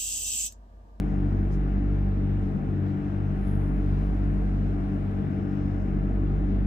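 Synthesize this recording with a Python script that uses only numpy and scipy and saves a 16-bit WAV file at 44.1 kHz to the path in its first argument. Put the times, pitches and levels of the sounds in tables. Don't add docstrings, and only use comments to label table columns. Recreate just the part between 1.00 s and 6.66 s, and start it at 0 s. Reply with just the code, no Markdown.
import sys
import numpy as np
from scipy import signal
from scipy.fft import rfft, irfft, next_fast_len
from scipy.io import wavfile

SR = 44100
rng = np.random.default_rng(int(sys.argv[2]) if len(sys.argv) > 2 else 0)


def master(y):
    cut = np.clip(np.atleast_2d(y).T, -1, 1)
    pcm = np.round(cut * 32767)
    wavfile.write(sys.argv[1], SR, pcm.astype(np.int16))


N = 249606
TIME, FFT_SIZE = np.arange(N) / SR, next_fast_len(N)
HZ = np.maximum(np.arange(FFT_SIZE // 2 + 1) * SR / FFT_SIZE, 1)

# frequency_hz, balance_db
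DIFFUSE_BALANCE = [(60, 0.5), (85, 2.1), (120, 2.7), (170, 12), (240, 2.4), (340, 0.81), (490, 4.2),
                   (690, 6.4), (970, 5), (1380, 5), (1960, 3.2), (2770, 9.1)]
# frequency_hz, coherence
DIFFUSE_COHERENCE = [(50, 0.81), (200, 0.94), (350, 0.67), (500, 0.39), (1000, 0.55), (1400, 0.34),
                     (2000, 0.78), (3000, 0.094), (4000, 0.77), (12000, 0.2)]
# frequency_hz, relative_db
MIC_SPECTRUM = [(3000, -116), (9000, -118.5), (12000, -117.5), (16000, -117)]
PORT_LAG_S, CUTOFF_HZ = .00044, 15700

# frequency_hz, relative_db
ROAR_SPECTRUM = [(350, -20), (480, -9), (550, -7.5), (680, -0.5), (850, -7.5), (1000, -8), (1180, -8),
                 (1400, -7.5), (1700, -10.5), (2000, -15), (2500, -20), (3000, -23.5), (3600, -37)]
# frequency_hz, relative_db
TYRE_SPECTRUM = [(2200, -17), (2800, -5), (3400, 1.5), (4050, -4), (4400, -10.5), (5300, -7.5), (6000, -11),
                 (7500, -17.5), (8800, -18), (9500, -26.5), (11000, -34.5)]
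# time_s, level_db
ROAR_SWELL = [(0, -48), (.7, -48), (1.5, -48.5), (2.2, -47.5), (2.85, -47), (3.7, -48), (4.5, -47.5),
              (5.66, -49)]
# frequency_hz, density_db
RUMBLE_SPECTRUM = [(20, -75.5), (36, -75), (50, -59.5), (85, -62), (105, -61.5), (135, -67.5), (175, -62.5),
                   (260, -59), (315, -63), (335, -70.5), (430, -67.5), (480, -76), (600, -83)]
# centre_hz, width_hz, peak_density_db, added_balance_db
CASING_MODES = [(54.9, 2.6, -51.5, -4), (78.4, 6.7, -52, 3.5), (94.2, 3.5, -55.5, -1),
                (147.5, 5.5, -53, -1), (192, 11, -54.5, -5), (206.4, 11, -54.5, -1), (294, 15, -58, -2),
                (312.7, 11, -57, -1), (339, 3.8, -57, 2), (386.8, 20, -65, 5), (443, 2.1, -67, 0.5),
                (494, 9.8, -70, 0.5), (532, 4.3, -70.5, -2.5), (584.6, 18, -72.5, 4), (635.7, 9.8, -70, 3),
                (780.5, 85, -74.5, -9)]
# peak_s, sigma_s, level_db, low_hz, high_hz,
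# added_balance_db
PUFFS = [(0.538, 0.022, -67, 4500, 6600, 12), (1.893, 0.028, -72, 3300, 4500, 12),
         (3.404, .5, -60, 683, 893, 4.5), (4.599, 0.22, -77, 5000, 5700, 10.5)]

# centre_hz, width_hz, drone_db, rise_db_per_s, fade_db_per_s
BUZZ_BANDS = [(9820, 320, -92, 81, 44.5), (10900, 1000, -90.5, 119, 34)]
# peak_s, hold_s, lower_band_db, upper_band_db
BUZZ_SWELLS = [(2.48, .02, -76, -70), (2.97, .12, -82, -87), (3.3, .1, -89, -89.5), (3.85, .25, -86, -90)]
# low_hz, high_hz, relative_db
BUZZ_RASP = (7600, 10300, -10.5)
CICADA_START_S, CICADA_STOP_S = 2.313, 4.4

# time_s, below_hz, level_db
ENGINE_NOTE = [(0, 2.31, -36), (1.1, 0.55, -37.5), (1.75, 2.31, -35), (2.9, 3.08, -36), (3.6, 2.6, -46.5),
               (4.0, 1.63, -48.5), (5.66, 2.22, -44)]
ENGINE_ANTIPHASE_S = 0.073
# harmonic_number, offset_hz, level_db, balance_db, in_phase_s
NEIGHBOUR_TONES = [(1, 0.41, -30.5, -0.9, 3.12), (3, 2.99, -47.6, 3.5, 2.944), (6, 1.59, -44.6, 3.8, 2.634),
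                   (9, 3.71, -55.2, 8.2, 2.83)]
# harmonic_number, level_db, balance_db, waver_rad
HUM_HARMONICS = [(1, -32.6, -0.8, 0), (2, -33.1, 2.3, 0), (3, -36.0, 4.7, 0), (4, -34.1, 2.3, 1.15),
                 (5, -49.3, -1.6, 1.25), (6, -42.0, 3.5, 1.0), (7, -48.4, -0.5, .5), (9, -60.0, 2.8, 0)]
SHAFT_HZ = 48.492
WAVER_HZ, WAVER_PEAK_S = 0.529, 2.662


def amp(db):
    return 10 ** (np.asarray(db) / 20)


def over_frequency(table):
    hz, value = np.transpose(table)
    return np.interp(np.log(HZ), np.log(hz), value)


def pan(balance_db):
    return amp(np.array([[.5], [-.5]]) * balance_db)


def filtered(sound, gain):
    return irfft(rfft(sound, FFT_SIZE) * gain, FFT_SIZE)[..., :N]


def drift(corner_hz):
    slow = filtered(rng.standard_normal(FFT_SIZE), 1 / (1 + (HZ / corner_hz) ** 2))
    return slow / slow.std()


def noise_from_left(low_hz, high_hz, order=2):
    bandpass = signal.butter(order, [low_hz, high_hz], "band", fs=SR, output="sos")
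    direct, scatter = signal.sosfilt(bandpass, rng.standard_normal((2, N)))
    right = 0.41 * np.roll(direct, round(PORT_LAG_S * SR)) + .7 * scatter
    return np.array([direct, right]) / direct.std()


def diffuse_noise(gain_per_root_hz):
    left, independent = rfft(rng.standard_normal((2, FFT_SIZE))) * np.sqrt(SR / 2)
    coherence = np.clip(over_frequency(DIFFUSE_COHERENCE), 0, 1)
    lag_s = PORT_LAG_S * np.clip((HZ - 300) / 750, .15, 1)
    shared = coherence * np.exp(-2j * np.pi * HZ * lag_s) * left
    right = shared + np.sqrt(1 - coherence ** 2) * independent
    gain = gain_per_root_hz * pan(over_frequency(DIFFUSE_BALANCE))
    return irfft(gain * [left, right], FFT_SIZE)[:, :N]


def road_noise(spectrum, sway_db):
    noise, out = diffuse_noise(amp(over_frequency(spectrum))), 0
    low_hz, high_hz = spectrum[0][0], spectrum[-1][0]
    octave = np.log2(HZ / low_hz)
    for centre in np.arange(0, np.log2(high_hz / low_hz), .5):
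        share = np.clip(1 - 2 * abs(octave - centre), 0, 1)
        out = out + filtered(noise, share) * amp(sway_db * drift(5.5))
    return out / out.std()


def far_traffic():
    roar_db = np.interp(TIME, *np.transpose(ROAR_SWELL))
    tyres_db = roar_db.mean() - 21 + 0.79 * (roar_db - roar_db.mean())
    roar = amp(roar_db) * road_noise(ROAR_SPECTRUM, sway_db=0.67)
    return roar + amp(tyres_db) * road_noise(TYRE_SPECTRUM, sway_db=1.6)


def air_rumble(sway_db=0.62):
    power = amp(over_frequency(RUMBLE_SPECTRUM)) ** 2 * (HZ < 800)
    for centre_hz, width_hz, peak_db, balance_db in CASING_MODES:
        detuning = 2 * (HZ - centre_hz) / width_hz
        power = power + (amp(peak_db) * pan(balance_db) / (1 + detuning ** 2)) ** 2
    return amp(sway_db * drift(1.5)) * diffuse_noise(np.sqrt(power))


def puffs():
    out = 0
    for peak_s, sigma_s, level_db, low_hz, high_hz, balance_db in PUFFS:
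        envelope = amp(level_db) * np.exp(-.5 * ((TIME - peak_s) / sigma_s) ** 2)
        out = out + envelope * pan(balance_db) * noise_from_left(low_hz, high_hz, order=1)
    return out


def cicada():
    gate = np.clip(np.minimum(TIME - CICADA_START_S, CICADA_STOP_S - TIME) / .03, 0, 1)
    tick = amp(-75) * np.exp(-.5 * ((TIME - CICADA_START_S) / .002) ** 2)
    out = tick * noise_from_left(9300, 11500)
    peak_s, hold_s, *band_peaks_db = np.transpose(BUZZ_SWELLS)[:, :, None]
    before_s, after_s = np.maximum(peak_s - TIME, 0), np.maximum(TIME - peak_s - hold_s, 0)
    for (centre_hz, width_hz, drone_db, rise, fade), peak_db in zip(BUZZ_BANDS, band_peaks_db):
        swell = amp(peak_db - rise * before_s - fade * after_s).max(axis=0)
        envelope = gate * np.hypot(amp(drone_db), swell) * amp(.8 * drift(40))
        out += envelope * noise_from_left(centre_hz - width_hz / 2, centre_hz + width_hz / 2, order=4)
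    low_hz, high_hz, rasp_db = BUZZ_RASP
    rasp = amp(rasp_db) * envelope * noise_from_left(low_hz, high_hz)
    return (out + rasp) * pan(6.5)


def far_engine():
    time_s, below_hz, level_db = np.transpose(ENGINE_NOTE)
    lag_cycles = np.cumsum(np.interp(TIME, time_s, below_hz)) / SR
    lag_cycles -= np.interp(ENGINE_ANTIPHASE_S, TIME, lag_cycles)
    return -pan(1.9) * amp(np.interp(TIME, time_s, level_db)) * np.exp(-2j * np.pi * lag_cycles)


def neighbours(harmonic):
    return sum(pan(balance_db) * amp(level_db) * np.exp(2j * np.pi * offset_hz * (TIME - in_phase_s))
               for number, offset_hz, level_db, balance_db, in_phase_s in NEIGHBOUR_TONES
               if number == harmonic)


def compressors():
    out = np.zeros((2, N))
    shaft_rad = 2 * np.pi * SHAFT_HZ * TIME + 0.063 * drift(2.4)
    waver = np.cos(2 * np.pi * WAVER_HZ * (TIME - WAVER_PEAK_S))
    for harmonic, level_db, balance_db, waver_rad in HUM_HARMONICS:
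        phasor = pan(balance_db) * amp(level_db) * np.exp(1j * waver_rad * waver)
        phasor += neighbours(harmonic)
        if harmonic == 2:
            phasor += far_engine()
        lead_rad = .06 * harmonic ** 2
        scatter_rad = rng.normal(0, .8)
        phase_rad = harmonic * shaft_rad + lead_rad + scatter_rad
        out -= np.sqrt(2) * np.real(phasor * np.exp(1j * phase_rad))
    return out


def scene():
    return compressors() + air_rumble() + far_traffic() + cicada() + puffs()


def record(dry):
    hiss_gain = np.sqrt(SR / 2) * amp(over_frequency(MIC_SPECTRUM))
    common, left, right = filtered(rng.standard_normal((3, N)), hiss_gain)
    hiss = .5 * common + 0.18 * np.array([left, right])
    lowpass = signal.ellip(14, .05, 70, CUTOFF_HZ, fs=SR, output="sos")
    return signal.sosfilt(lowpass, dry + hiss)


dry = scene()
out = record(dry)
master(out)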